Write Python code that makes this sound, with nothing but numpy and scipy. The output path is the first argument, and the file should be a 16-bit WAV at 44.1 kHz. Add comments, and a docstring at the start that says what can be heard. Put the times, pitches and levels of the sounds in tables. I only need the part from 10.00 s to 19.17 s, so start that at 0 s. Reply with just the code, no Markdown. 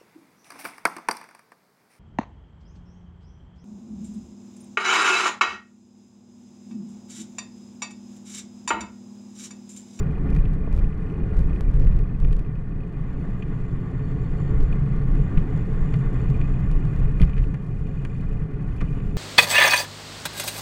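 """A bicycle rolls through a city intersection, heard from a camera on its handlebar.
Rough asphalt hums through the frame; seams thump and loose fittings rattle. The rider coasts
on a pinging freewheel and pedals in spells with a whirring chain. Wind buffets the microphone and
crackles in the gusts; the camera's limiter ticks at loud peaks. Slow cars rush alongside.
The camera's plastic housing colours everything but the ticks and the crackle."""
import sys
import numpy as np
from scipy import signal
from scipy.fft import rfft, irfft, next_fast_len
from scipy.io import wavfile
from scipy.ndimage import uniform_filter1d, map_coordinates

SR = 44100
rng = np.random.default_rng(int(sys.argv[2]) if len(sys.argv) > 2 else 0)


def store_pcm(level_fs):
    """Save levels as 16-bit WAV."""
    pcm = np.round(np.clip(level_fs, -1, 1) * 32767).astype(np.int16)
    wavfile.write(sys.argv[1], SR, np.atleast_2d(pcm).T)


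N = 404397

# how hard the road shakes the bicycle: (time [s], level [dB])
ROAD_SHAKE = [(0, 6), (0.16, 1), (0.32, 5.5), (0.5, -1), (0.7, 1), (0.93, -0.5), (1.2, 3.5), (1.83, 0.5),
              (2.1, -1.5), (2.72, -3.5), (3.2, -0.5), (3.9, -1.5), (4.5, 2), (6.1, 2.5), (7.05, 0),
              (7.55, -2.5), (8.47, -2), (8.8, 0), (9.17, 0.5)]
# fader ride of the low throb: (time [s], level [dB])
THROB_LEVEL = [(0, -28.5), (0.27, -35), (0.4, -23.5), (0.6, -41), (1.6, -34), (1.88, -29), (2.75, -36.5),
               (4.4, -26), (4.9, -27), (6.3, -26.5), (7.6, -31), (9.17, -32)]
# tone of the frame's hum, the throb and the tyres' drone: (frequency [Hz], level [dB])
HUM_TONE = [(30, -25), (60, -9.5), (100, -8), (130, -8), (155, 1), (190, -2.5), (220, -13.5), (320, -41.5),
            (1000, -120)]
THROB_TONE = [(60, -55), (98, -13.5), (118, -1), (132, -1), (146, -4), (168, -14), (450, -120)]
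DRONE_TONE = [(120, -20), (215, -3.5), (280, 2.5), (320, -8), (360, -3), (388, -8.5), (428, -1),
              (495, -16.5), (535, -13), (600, -24.5), (700, -18), (1000, -31), (2400, -40), (9000, -120)]


def road(hum_db=-32, hum_follow=0.87, drone_db=-39, stroke_db=2):
    """Asphalt shakes the frame's low resonances, a throb pumps with the pedals, the tyres drone."""
    road_db, = curves(ROAD_SHAKE)
    throb_db, = curves(THROB_LEVEL)
    hum = amp(hum_db + hum_follow * road_db) * even(noise(HUM_TONE), span_s=0.32)
    throb = amp(throb_db + stroke_db * pedal_strokes()) * even(noise(THROB_TONE), span_s=0.23)
    drone = amp(drone_db + road_db + 1.4 * wobble(30)) * noise(DRONE_TONE)
    return hum + throb + drone


# surges of the low throb: (crest time [s], width [s], level [dB])
THROB_SURGES = [(1.84, 0.13, -23.5), (2.257, 0.087, -22), (4.85, 0.083, -20), (5.019, 0.043, -16),
                (5.201, 0.071, -20.5), (5.497, 0.064, -26.5), (5.976, 0.084, -19.5), (6.317, 0.064, -15.5),
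                (6.87, 0.04, -20.5), (7.03, 0.089, -20.5)]


def throb_surges(centre_hz=136, waver=0.0819):
    """The low throb surges briefly near 136 Hz, unsteady in pitch."""
    t = np.arange(N) / SR
    envelope = sum(amp(db) * swell(t, s, width) for s, width, db in THROB_SURGES)
    pitch_hz = centre_hz * (1 + waver * wobble(60))
    return envelope * np.sin(2 * np.pi * np.cumsum(pitch_hz) / SR)


# the wheels hit seams in the road: (time [s], level [dB], hardness [dB/octave])
SEAMS = [(0.681, -25.5, -1), (3.422, -26.5, -2), (5.372, -25.5, 4.5), (7.208, -7.5, -1.5),
         (7.237, -18.5, -1), (7.409, -26, -4), (8.811, -31.5, 9.5), (8.821, -13.5, 1.5)]
# ring of the handlebar: (frequency [Hz], level [dB], t60 [s])
HANDLEBAR_MODES = [(34.96, -8.5, 0.61), (60.5, -9, 0.19), (127, -4, 0.18), (167.5, -0.5, 0.13),
                   (278, -12, 0.046), (413, -13.5, 0.054), (645, -24, 0.044), (1210, -29, 0.036)]


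def bumps(attack_s=0.002, pivot_hz=165):
    """Each seam jolts the handlebar into a deep shudder; a hard edge brings out the upper modes."""
    out, t = np.zeros(N), np.arange(SR // 2) / SR
    for s, db, hardness in SEAMS:
        shudder = sum(mode(t, hz, level + hardness * np.log2(hz / pivot_hz), t60)
                      for hz, level, t60 in HANDLEBAR_MODES)
        add(out, s, amp(db) * shudder * (1 - np.exp(-t / attack_s)))
    return out


# metal on metal at the big jolt, and dull clunks of the camera's mount: (time [s], level [dB])
METAL_HITS = [(7.2165, -27)]
MOUNT_HITS = [(0.6755, -26), (5.94, -31)]
# ring of the metal and of the mount: (frequency [Hz], level [dB], t60 [s])
METAL_MODES = [(2040, 2.5, 0.0094), (3150, 0.5, 0.0071), (3410, -5, 0.0067), (4400, -5, 0.0066),
               (5100, -12, .006), (10400, -10, 0.0045), (10900, -10, .004)]
MOUNT_MODES = [(424, 0, 0.036), (620, -1.5, .02), (830, -9, 0.011)]


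def blows(hits, modes, attack_s):
    """Each blow rings the struck part's few damped modes."""
    out, t = np.zeros(N), np.arange(SR // 10) / SR
    ring = sum(mode(t, hz, level, t60) for hz, level, t60 in modes)
    for s, db in hits:
        add(out, s, amp(db) * ring * (1 - np.exp(-t / attack_s)))
    return out


# knocks of the loose fittings: (time [s], level [dB], clack offset [dB], edge offset [dB])
KNOCKS = [(0.3619, -40, 3, -19), (0.454, -36, -6, -33), (1.561, -42, -5, -28), (1.87, -42.5, 2, -8),
          (2.246, -38, -2, -16), (2.329, -48, 5, 8), (3.4237, -30, -16, -19), (4.726, -34, -13, -30),
          (5.374, -30, -5, -16.5), (5.9389, -29.5, -4, -6.5), (6.414, -33, -6, -18),
          (7.199, -34.5, -1, -14), (7.2255, -29.5, -8, -28), (7.23, -43, 6, -26), (7.2942, -40, -3, -17),
          (7.3332, -36, -14, -26), (7.366, -42.5, 4, -21), (7.379, -37, 0, -17), (7.394, -41, -11.5, -24),
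          (7.439, -39, -10, -24), (7.542, -37, -2, -6.5), (8.05, -31, -6.5, -3), (8.806, -35, 0.5, -12),
          (8.8123, -33, -1, -5.5), (9.002, -40.5, -4.5, -21)]
# ring of the fittings: (frequency [Hz], level [dB], t60 [s])
FITTING_MODES = [(1166, -15.5, 0.05), (2424, -1.5, 0.026), (2580, 4, 0.022), (2903, -7, .03),
                 (3436, -15.5, 0.034), (4320, -26.5, 0.032), (6200, -30.5, 0.04)]
# tone of a knock's clack and edge: (frequency [Hz], level [dB])
CLACK_TONE = [(300, -12.5), (1200, -3), (2100, 1), (3000, -13), (5000, -26), (9000, -35), (13000, -52.5)]
EDGE_TONE = [(1000, -20.5), (2400, -3), (3100, 2), (4000, -5), (5000, -9), (6300, -3.5), (7700, -9),
             (9000, -9), (11000, -18), (12300, -34)]


def rattle(ring_db=-6, clack_db=-2, edge_db=-5, clack_t60=0.042, edge_t60=0.009, attack_s=0.00065):
    """Loose fittings knock: a dull clack, a bright edge and a brief ring that varies hit to hit."""
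    ring, clack, edge = np.zeros((3, N))
    t = np.arange(SR // 10) / SR
    rise = 1 - np.exp(-t / attack_s)
    for s, db, body_db, bright_db in KNOCKS:
        modes = sum(mode(t, db=level + rng.normal(0, 1.3), hz=hz * rng.normal(1, 0.019), t60=t60)
                    for hz, level, t60 in FITTING_MODES)
        add(ring, s, amp(db + ring_db) * rise * modes)
        add(clack, s, amp(db + body_db + clack_db - 60 * t / clack_t60) * rise)
        add(edge, s, amp(db + bright_db + edge_db - 60 * t / edge_t60) * rise)
    return ring + clack * noise(CLACK_TONE) + edge * noise(EDGE_TONE)


# how hard the fittings buzz: (time [s], level [dB])
BUZZ_LEVEL = [(0, -58.5), (2.6, -70.5), (3.1, -53), (4.4, -53.5), (7, -50), (7.7, -54.5), (8.2, -51),
              (8.5, -57), (8.8, -44), (9.17, -50.5)]


def chatter(taps_per_s=55, spread_db=2, attack_s=0.0029, detune=0.022):
    """The same fittings buzz faintly, each mode tapped at its own random moments, slightly detuned."""
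    buzz_db, = curves(BUZZ_LEVEL)
    out, t = np.zeros(N), np.arange(SR // 25) / SR
    rise = 1 - np.exp(-t / attack_s)
    for hz, db, t60 in FITTING_MODES:
        taps = np.flatnonzero(rng.random(N) < taps_per_s / SR)
        size, pitch = rng.standard_normal((2, N))
        for at in taps:
            tap_db = buzz_db[at] + db + spread_db * size[at]
            add(out, at / SR, rise * mode(t, hz * (1 + detune * pitch[at]), tap_db, t60))
    return out


# spells of pedalling: (start [s], release [s])
PEDAL_SPELLS = [(2.8, 6), (7.2, 7.3), (8.35, 9.17)]


def pedal_load(take_up_s=0.61, let_go_s=0.35):
    """Load on the pedals, 0 to 1: the legs take it up and let it go in each spell."""
    t = np.arange(N) / SR
    ramps = [np.minimum((t - start) / take_up_s, 1 - (t - end) / let_go_s)
             for start, end in PEDAL_SPELLS]
    return np.clip(ramps, 0, 1).max(axis=0)


def pedal_strokes(strokes_per_s=2.65, downstroke_at_s=5.94):
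    """The swing of the pedal strokes, -1 to 1, still while coasting."""
    return pedal_load() * np.cos(2 * np.pi * strokes_per_s * (np.arange(N) / SR - downstroke_at_s))


# fader ride of the chain: (time [s], level [dB])
CHAIN_LEVEL = [(0, -84.5), (2.6, -84.5), (3, -77), (3.4, -71.5), (3.9, -72), (4.55, -66.5), (4.8, -76),
               (5, -70.5), (5.6, -69), (6.25, -66.5), (6.9, -69.5), (7.7, -74.5), (8.05, -66.5), (8.3, -75),
               (8.55, -81), (8.8, -73), (9.17, -71)]
# ring of the links: (frequency [Hz], width [Hz], level [dB])
LINK_BANDS = [(2540, 110, 6), (2866, 70, 5), (3110, 91, 0), (3544, 65, 3), (4440, 65, -5.5),
              (6400, 110, -7), (7120, 150, 2), (7950, 230, -16), (8560, 250, -14.5)]


def chain(links_per_s=65, grain=0.7, flutter_db=1.2, stroke_db=1.4, road_follow=0.46, drift=0.002):
    """Links seat on the sprockets and ring in narrow, drifting bands, louder on each pedal stroke."""
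    effort_db, = curves(CHAIN_LEVEL)
    road_db, = curves(ROAD_SHAKE)
    link_phase = 2 * np.pi * np.cumsum(links_per_s * (1 + 0.049 * wobble(12))) / SR
    bands = lambda hz: sum(amp(db) * resonance(hz, centre, width) for centre, width, db in LINK_BANDS)
    ring = filtered(rng.standard_normal(N), bands)
    ring = map_coordinates(ring, [np.cumsum(1 + drift * wobble(6))], mode="mirror")  # varispeed
    level_db = effort_db + road_follow * road_db + stroke_db * pedal_strokes() + flutter_db * wobble(25)
    return amp(level_db) * unit(ring * (1 + grain * np.cos(link_phase)))


def drive_whirr(ring_hz=4400, width_hz=110, crest_s=4.5, width_s=1.2, level_db=-81, flutter_db=3):
    """For a while the drive rubs and sings roughly on one narrow metallic band."""
    envelope = amp(level_db + flutter_db * wobble(50)) * swell(np.arange(N) / SR, crest_s, width_s)
    ring = filtered(rng.standard_normal(N), lambda hz: resonance(hz, ring_hz, width_hz))
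    return envelope * unit(ring)


def freewheel(pings_per_s=30, level_db=-54.5, partials_hz=(2490, 2850, 4420), rise_s=0.0034,
              jitter_s=0.009, road_follow=0.66, roughness=0.25):
    """The pawls ping softly and unevenly as the bicycle coasts, louder on rough asphalt."""
    road_db, = curves(ROAD_SHAKE)
    coasting = (1 - pedal_load()) * amp(road_follow * road_db + 2.2 * wobble(7))
    clicks = np.flatnonzero(np.diff(np.floor(np.arange(N) * pings_per_s / SR)))
    out, t = np.zeros(N), np.arange(SR // 25) / SR
    envelope = (t / rise_s) ** 2 * np.exp(2 * (1 - t / rise_s))
    for at in clicks:
        late, size, pitch, bright = rng.standard_normal(4)
        low, mid, top = (np.sin(2 * np.pi * hz * (1 + 0.025 * pitch) * t) for hz in partials_hz)
        ping = envelope * (low + amp(-11 + 2.1 * bright) * mid + amp(-23) * top)
        add(out, at / SR + jitter_s * late, coasting[at] * amp(level_db + 1.9 * size) * ping)
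    return out * (1 + roughness * wobble(500))


# gusts on the microphone: (crest time [s], width [s], level [dB])
WIND_GUSTS = [(0.41, 0.19, -17), (0.784, 0.11, -14.5), (1.392, 0.17, -16), (1.859, 0.25, -13.5),
              (2.3, 0.16, -14), (4.626, 0.17, -16), (5.186, 0.15, -18.5), (5.391, 0.04, -14),
              (5.804, 0.056, -18), (6.096, 0.06, -25.5), (6.367, 0.17, -18.5), (6.75, 0.099, -18),
              (7.048, 0.082, -13.5), (7.237, 0.073, -11.5), (7.424, 0.051, -17.5), (8.337, 0.09, -20.5)]
# dips in the breeze: (time [s], width [s], depth [dB])
WIND_LULLS = [(1.155, 0.1, 5), (2.9, 0.091, 7), (3.87, 0.11, 8), (7.604, .16, 6), (8.504, .1, 6)]


def wind_levels(breeze_db=-25.5, road_follow=0.93):
    """Two envelopes in dB: a breeze that follows the road shake, less its lulls, and the gusts."""
    road_db, = curves(ROAD_SHAKE)
    t = np.linspace(0, N / SR, N // 200)  # coarse control rate
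    gust_power = sum(amp(db) ** 2 * swell(t, s, width) for s, width, db in WIND_GUSTS)
    lulls = sum(db * swell(t, s, width) for s, width, db in WIND_LULLS)
    lull_db, gust_db = curves(np.column_stack([t, lulls, 10 * np.log10(gust_power + 1e-12)]))
    return breeze_db + road_follow * road_db - lull_db, gust_db


# the wind's rumble, and the EQ that adds weight and roar to gusts: (frequency [Hz], level [dB])
WIND_TONE = [(8, -11.5), (18, -6.5), (28, 0), (45, -13.5), (65, -11), (95, -19.5), (200, -37.5),
             (500, -59.5), (1500, -110)]
GUST_EQ = [(25, 1), (45, 3), (70, -3.5), (150, 0.5), (300, -2.5), (550, 16.5), (1200, 9)]


def wind(unrest_db=1.36):
    """Eddies push on the microphone port: a restless breeze and heavier gusts."""
    breeze_db, gust_db = wind_levels()
    breeze = amp(breeze_db + unrest_db * wobble(9)) * even(noise(WIND_TONE), span_s=0.14)
    roar = filtered(noise(WIND_TONE), shape(GUST_EQ))
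    return breeze + amp(gust_db) * even(roar, span_s=0.14)


# the limiter's loudest ticks: (time [s], level [dB])
TICK_CUES = [(0.304, -38), (0.3513, -35.5), (0.3645, -36.5), (0.535, -41.5), (0.728, -37), (0.7643, -37),
             (0.7776, -40.5), (0.792, -36.5), (1.3687, -38.5), (1.393, -35.5), (1.406, -40.5), (1.609, -29),
             (1.74, -42), (1.7984, -37), (1.8247, -42), (1.8505, -40.5), (1.968, -41.5), (1.991, -38),
             (2.2023, -38.5), (2.3294, -35.5), (2.367, -37.5), (2.3937, -37.5), (4.607, -36), (4.628, -42),
             (4.963, -45), (5.1558, -40), (5.576, -40.5), (6.302, -35.5), (6.3638, -43.5), (6.715, -35),
             (6.8533, -38), (6.9634, -39.5), (7.1992, -40), (7.222, -35.5), (7.2524, -37.5), (7.428, -43.5),
             (8.051, -44.5)]
# colour of the ticks: (frequency [Hz], gain [dB])
TICK_EQ = [(500, 5), (2000, 1.5), (4400, 1), (11000, -0.5), (13500, -6), (16000, -8.5)]


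def limiter_ticks(trim_db=4, decay_s=0.0003, gate_db=-18, faint_per_s=28, faint_db=-54, spread_db=5.5):
    """Dry ticks of the limiter's gain steps: loud ones on cue, fainter ones at random in strong gusts."""
    out, t = np.zeros(N), np.arange(SR // 100) / SR
    _, gust_db = wind_levels()
    at = np.flatnonzero((rng.random(N) < faint_per_s / SR) & (gust_db > gate_db))
    sizes_db = faint_db + spread_db * rng.standard_normal(N)
    for s, db in [*TICK_CUES, *zip(at / SR, sizes_db[at])]:
        add(out, s, amp(db + trim_db) * np.exp(-t / decay_s))
    return filtered(out, shape(TICK_EQ))


# tone of the crackle: (frequency [Hz], level [dB])
CRACKLE_TONE = [(1200, -22.5), (2800, 5), (5000, -5), (7000, -6), (11000, -20.5), (14000, -38.5)]


def crackle(grains_per_s=130, trim_db=-42, steepness=1.4, spread_db=2, decay_s=0.0014):
    """A ragged crackle grows steeply with the wind and stands out only in strong gusts."""
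    wind_db = np.maximum(*wind_levels())
    onsets = rng.random(N) < grains_per_s / SR
    grains = onsets * amp(steepness * wind_db + trim_db + spread_db * rng.standard_normal(N))
    tail = np.exp(-np.arange(SR // 50) / SR / decay_s)
    return signal.oaconvolve(grains, tail)[:N] * noise(CRACKLE_TONE)


# nearness of the cars: (time [s], rush level [dB], tyre hiss level [dB])
CAR_LEVELS = [(0, -50, -83), (1.6, -51, -82.5), (2.6, -52, -84), (3.3, -50, -81), (4.4, -49, -81),
              (6.2, -48, -79.5), (7.1, -48.5, -79.5), (7.7, -53, -80.5), (8.25, -51, -78),
              (8.5, -51.5, -82), (8.75, -50, -78), (9.17, -54, -78)]
# tone of their rush and hiss: (frequency [Hz], level [dB])
RUSH_TONE = [(200, -11), (450, 1.5), (700, -1), (1000, -2), (2000, -4), (2600, -16), (3200, -21.5),
             (3900, -27.5), (5000, -38.5), (10000, -44.5), (15000, -74.5)]
HISS_TONE = [(1500, -30), (3000, -0.5), (4500, -0.5), (6000, -2.5), (8500, -4.5), (10500, -7.5),
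             (12500, -13.5), (15500, -33.5)]


def traffic(rush_trim_db=-1.07, hiss_trim_db=6, road_follow=0.5, flutter_db=3):
    """Cars rush alongside, louder on rough asphalt; their tyres hiss as they come close."""
    road_db, = curves(ROAD_SHAKE)
    rush_db, hiss_db = curves(CAR_LEVELS) + road_follow * road_db
    rush = amp(rush_db + rush_trim_db + 1.3 * wobble(45)) * noise(RUSH_TONE)
    hiss = amp(hiss_db + hiss_trim_db + flutter_db * wobble(110)) * noise(HISS_TONE)
    return rush + hiss


# peaks and dips of the camera housing: (frequency [Hz], width [Hz], gain [dB])
HOUSING_EQ = [(1142, 130, 6.5), (1357, 66, -6), (1417, 85, 5.5), (1545, 39, -2.5), (1812, 47, 5),
              (2066, 92, 7.5), (2126, 170, -5.5), (2444, 130, 3.5), (2675, 160, -6.5), (2780, 110, 4.5),
              (3220, 140, 2), (3420, 190, 1.5), (4380, 200, 4)]


def housing(hz):
    """Gain of the plastic shell, whose resonances act as a bank of bell EQs."""
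    return amp(sum(db * np.exp(-2 * ((hz - centre) / width) ** 2) for centre, width, db in HOUSING_EQ))


def amp(db):
    """Decibels to gain."""
    return 10 ** (np.asarray(db) / 20)


def unit(x):
    """x at rms 1."""
    return x / np.sqrt(np.mean(x ** 2) + 1e-20)


def curves(rows):
    """One value per sample for each column after the time."""
    s, *cols = np.transpose(rows)
    return [np.interp(np.arange(N) / SR, s, c) for c in cols]


def wobble(rate):
    """A smooth random curve, rate knots a second."""
    return map_coordinates(rng.standard_normal(int(N * rate / SR) + 4), [np.arange(N) * rate / SR])


def swell(t, crest, width):
    """A bell-shaped envelope, width seconds across at half height."""
    return 0.5 ** ((2 * (t - crest) / width) ** 2)


def mode(t, hz, db, t60):
    """A sine that dies away by 60 dB in t60 seconds."""
    return amp(db - 60 * t / t60) * np.sin(2 * np.pi * hz * t)


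def resonance(hz, centre, width):
    """Gain of one resonant band."""
    return 1 / (1 + 2 * ((hz - centre) / width) ** 2)


def shape(points):
    """Gain against frequency through (Hz, dB) points on a log axis."""
    f, db = np.transpose(points)
    return lambda hz: amp(np.interp(np.log(hz + 1), np.log(f + 1), db))


def filtered(x, gain):
    """x through the causal (minimum-phase) filter with this gain."""
    m = 2 * next_fast_len(N // 2 + SR // 2)
    cepstrum = irfft(np.log(np.maximum(gain(np.fft.rfftfreq(m, 1 / SR)), 1e-6)), m)
    cepstrum[1:m // 2] *= 2
    cepstrum[m // 2 + 1:] = 0
    return irfft(rfft(x, m) * np.exp(rfft(cepstrum)), m)[:N]


def noise(spectrum):
    """Coloured noise of rms 1."""
    m = 2 * next_fast_len(N // 2 + 4096)
    gain = shape(spectrum)(np.fft.rfftfreq(m, 1 / SR))
    return unit(irfft(rfft(rng.standard_normal(m)) * gain, m)[:N])


def even(x, span_s):
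    """A leveller: irons out swells longer than span_s."""
    envelope = np.abs(signal.hilbert(x, next_fast_len(N))[:N])
    power = uniform_filter1d(envelope ** 2, max(2, int(span_s * SR)))
    return unit(x / np.sqrt(np.abs(power) + 1e-3))


def add(track, s, sound):
    """Mix a sound into the track at time s."""
    part = track[max(0, round(s * SR)):][:len(sound)]
    part += sound[:len(part)]


def scene():
    """Bicycle, wind and street reach the microphone through its housing; ticks and crackle sit on top."""
    impacts = bumps() + rattle()
    impacts += blows(METAL_HITS, METAL_MODES, attack_s=0.00036)
    impacts += blows(MOUNT_HITS, MOUNT_MODES, attack_s=0.0006)
    bicycle = road() + throb_surges() + chain() + drive_whirr() + freewheel() + chatter() + impacts
    return (filtered(bicycle + wind() + traffic(), housing) + limiter_ticks() + crackle())[None]


def record(dry):
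    """The camera keeps nothing above its band limit."""
    top_hz = 15850
    m = next_fast_len(N + SR // 2)
    return irfft(rfft(dry, m) * (np.fft.rfftfreq(m, 1 / SR) < top_hz), m)[..., :N]


dry = scene()
out = record(dry)
store_pcm(out)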